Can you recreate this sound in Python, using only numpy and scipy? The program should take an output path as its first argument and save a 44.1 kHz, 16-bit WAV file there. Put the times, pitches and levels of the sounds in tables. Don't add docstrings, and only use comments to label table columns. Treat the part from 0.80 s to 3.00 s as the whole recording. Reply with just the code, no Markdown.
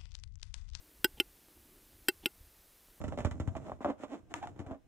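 import sys
import numpy as np
from scipy import signal
from scipy.fft import rfft, irfft
from scipy.io import wavfile

SR = 44100
rng = np.random.default_rng(int(sys.argv[2]) if len(sys.argv) > 2 else 0)


def master(y):
    cut = np.clip(np.atleast_2d(y).T, -1, 1)
    pcm = np.round(cut * 32767)
    wavfile.write(sys.argv[1], SR, pcm.astype(np.int16))


N = 97020


def from_db(db):
    return 10 ** (np.asarray(db) / 20)


def rms_one(x):
    return x / np.sqrt(np.mean(x ** 2) + 1e-20)


def level(rows):
    s, db = np.transpose(rows)
    return from_db(np.interp(np.arange(N) / SR, s, db))


def low_pass(x, hz):
    r = np.exp(-2 * np.pi * hz / SR)
    return signal.lfilter([1 - r], [1, -r], x)


def ring(x, hz, t60_s):
    r = from_db(-60 / (t60_s * SR))
    w = 2 * np.pi * hz / SR
    return signal.lfilter([0, np.sin(w)], [1, -2 * r * np.cos(w), r * r], x + 1e-18)


def coloured(spectrum):
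    hz, db = np.transpose(spectrum)
    f = np.maximum(np.arange(N // 2 + 1) * SR / N, 1)
    gain = from_db(np.interp(np.log(f), np.log(hz), db))
    return rms_one(irfft(rfft(rng.standard_normal(N)) * gain, N))


def train(s, db):
    out = np.zeros(N)
    out[(np.asarray(s) * SR).astype(int)] = from_db(db)
    return out


def decay(impulses, t60_s):
    return signal.lfilter([1], [1, -from_db(-60 / (t60_s * SR))], impulses + 1e-18)


def add(out, s, sound):
    i = int(s * SR)
    out[i:i + len(sound)] += sound


# (t/s, level/dB)
WIND_LEVEL = [(0.0, -64), (0.13, -72), (0.28, -50), (0.41, -64.5), (0.62, -75.5), (0.78, -63.5),
              (0.93, -72), (1.1, -72), (1.21, -57.5), (1.37, -65.5), (1.51, -62), (1.7, -66), (1.89, -70.5),
              (2.2, -70)]
WIND_LOW_HZ, WIND_HIGH_HZ = 22, 74
LUMPS_HZ, LUMPS_RMS_DB = 7.9, 4


def wind():
    sos = signal.butter(2, [WIND_LOW_HZ, WIND_HIGH_HZ], "band", fs=SR, output="sos")
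    slow = low_pass(low_pass(rng.standard_normal(N + SR), LUMPS_HZ), LUMPS_HZ)
    lumps = from_db(LUMPS_RMS_DB * rms_one(slow[SR:]))
    rumble = signal.sosfilt(sos, rng.standard_normal(N + SR))[SR:]
    return level(WIND_LEVEL) * rms_one(rumble * lumps)


# (t/s, level/dB)
DRONE_LEVEL = [(0.0, -74), (0.65, -74), (0.89, -68.5), (1.1, -71), (1.28, -73.5), (1.64, -89), (1.9, -94),
               (2.06, -85), (2.2, -74)]
DRONE_HZ, DRONE_T60_S = 320, 3.0 / 105


def drone():
    return level(DRONE_LEVEL) * rms_one(ring(rng.standard_normal(N), DRONE_HZ, DRONE_T60_S))


# (f/Hz, relative level per Hz/dB)
HISS_SPECTRUM = [(88, -33), (150, -6), (244, -10.5), (309, -5.5), (702, -12), (821, -12.5), (7320, -16),
                 (12400, -11), (15100, -11.5), (16000, -23.5)]
HISS_RMS_DB = -64


def hiss():
    return from_db(HISS_RMS_DB) * coloured(HISS_SPECTRUM)


RISE_T60_S = 0.004
CLOSING_DB_PER_S2 = 20000


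def swell(hz, t60_s, rise_t60_s):
    t = np.arange(int(.08 * SR)) / SR
    envelope = from_db(-60 * t / t60_s) - from_db(-60 * t / rise_t60_s)
    closing = from_db(-CLOSING_DB_PER_S2 * t * t)
    return envelope * closing * np.sin(2 * np.pi * hz * t)


# (t/s, mode level/dB, mode tuning ratio, rasp level/dB, puff level/dB, pop level/dB, pop f/Hz,
#          rasp return level re rasp/dB)
CLICK_EVENTS = [(0.2438, -10.5, 1.03, -23, -23.5, -18.5, 365, -17),
                (.4000, -9, .999, -31, -23.5, -23, 366, -16),
                (1.2840, -11.5, .999, -25.5, -23, -18.5, 366, -8),
                (1.4581, -9.5, .999, -31, -23.5, -26.5, 366, -25)]
# (f before tuning/Hz, t60 before closing/s, level re click/dB in each of the 4 clicks)
PIPE_MODES = [(829, 0.17, -28, -35, -28, -37.5), (1432, 0.13, -51, -31.5, -54, -31.5),
              (1476, 0.074, -10, -42, -19.5, -37), (1538, 0.045, -32, -39, -12.5, -53),
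              (1680, 0.0032, -10.5, -39, 3, -19.5), (1880, 0.034, -13, -26, -11, -30.5),
              (2098, 0.09, -32, -28, -23, -31), (2540, 0.02, -18, -12.5, -22, -13.5),
              (2703, 0.076, -17, -22.5, -11.5, -22), (2780, 0.026, -11, -7.5, -32, -14),
              (2878, 0.006, -10.5, 1.5, -9, 7.5), (3053, 0.025, -11.5, -4.5, -26, -14),
              (3132, 0.04, -12, -46, -9.5, -32), (3425, 0.013, -14.5, -12, -15.5, -8),
              (3750, 0.012, -9, -43, -19, -14), (4040, 0.061, -33.5, -32, -20.5, -42),
              (4830, 0.055, -15, -32, -15.5, -32), (5434, 0.021, -20.5, -21, -17, -24.5),
              (7920, 0.015, -28, -26, -8, -21.5), (8880, .022, -28, -25, -17.5, -42),
              (8960, 0.043, -28.5, -38, -36, -48), (11300, 0.024, -17.5, -26, -18.5, -26),
              (12560, 0.029, -14.5, -31, -20, -21), (13210, 0.03, -9.5, -26, -12.5, -37)]
# (f/Hz, relative level per Hz/dB)
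RASP_SPECTRUM = [(4500, -16), (5500, -7), (6800, -31.5), (7800, -3), (9500, -12.5), (10600, -16),
                 (12500, -8.5), (14500, -15), (16000, -17)]
# (t60 before closing/s, lag after snap/s, rise t60/s)
SAC_T60_S, SAC_LAG_S, SAC_RISE_T60_S = (0.054, 0.002694, .012)
PUFF_HZ, PUFF_T60_S = 329, 0.016
RASP_T60_S, RASP_RISE_T60_S, RASP_RETURN_S = 0.028, 0.0045, 0.002
RADIATE_HZ = 98


def pipe(k, tuning):
    return sum(from_db(mode[2 + k]) * swell(mode[0] * tuning, mode[1], RISE_T60_S) for mode in PIPE_MODES)


def rasp():
    s, _, _, db, _, _, _, return_db = np.transpose(CLICK_EVENTS)
    snaps = train(s, db) + train(s + RASP_RETURN_S, db + return_db)
    envelope = decay(snaps, RASP_T60_S) - decay(snaps, RASP_RISE_T60_S)
    return envelope * coloured(RASP_SPECTRUM)


def clicks():
    out = np.zeros(N)
    for k, (s, db, tuning, _, puff_db, pop_db, pop_hz, _) in enumerate(CLICK_EVENTS):
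        add(out, s, -from_db(db) * pipe(k, tuning))
        add(out, s, from_db(puff_db) * swell(PUFF_HZ, PUFF_T60_S, RISE_T60_S))
        add(out, s + SAC_LAG_S, -from_db(pop_db) * swell(pop_hz, SAC_T60_S, SAC_RISE_T60_S))
    sos = signal.butter(2, RADIATE_HZ, "high", fs=SR, output="sos")
    return signal.sosfilt(sos, out + rasp())


# (delay/s, level/dB)
TRUNK_ECHOES = [(.030, -36), (.043, -40)]
ECHO_CUT_HZ = 750


def trunks(x):
    dull = low_pass(low_pass(x, ECHO_CUT_HZ), ECHO_CUT_HZ)
    return sum(from_db(db) * np.roll(dull, int(s * SR)) for s, db in TRUNK_ECHOES)


# (t/s, level/dB)
CREAK_EVENTS = [(.368, -57), (1.426, -56)]
# (f/Hz, t60/s, level/dB)
THROAT_MODES = [(344, 0.0216, 0.5), (860, 0.023, -7), (3100, 0.0043, -3.5)]
CREAK_S = 0.028


def creaks():
    gate = np.zeros(N)
    for s, db in CREAK_EVENTS:
        add(gate, s, from_db(db) * np.hanning(int(CREAK_S * SR)) ** .5)
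    white = rng.standard_normal(N)
    return gate * sum(from_db(db) * rms_one(ring(white, hz, t60_s)) for hz, t60_s, db in THROAT_MODES)


# (t/s, level before make-up gain and low-pass/dB)
TICK_EVENTS = [(0.685, -45.5), (0.777, -48.5), (0.962, -52), (1.132, -52), (1.214, -74), (1.558, -54),
               (2.086, -47.5), (2.18, -47)]
TICK_CUT_HZ, TICK_GAIN_DB = 870, 23


def ticks():
    s, db = np.transpose(TICK_EVENTS)
    signs = rng.choice([-1, 1], N)
    pulses = train(s, db + TICK_GAIN_DB) * signs
    return low_pass(low_pass(pulses, TICK_CUT_HZ), TICK_CUT_HZ)


def scene():
    bird = clicks()
    mono = bird + trunks(bird) + creaks() + ticks() + wind() + drone() + hiss()
    return np.array([mono, mono])


STOP_HZ, STOP_DB = 16500, 60


def record(dry):
    return signal.sosfilt(signal.cheby2(12, STOP_DB, STOP_HZ, fs=SR, output="sos"), dry)


dry = scene()
out = record(dry)
master(out)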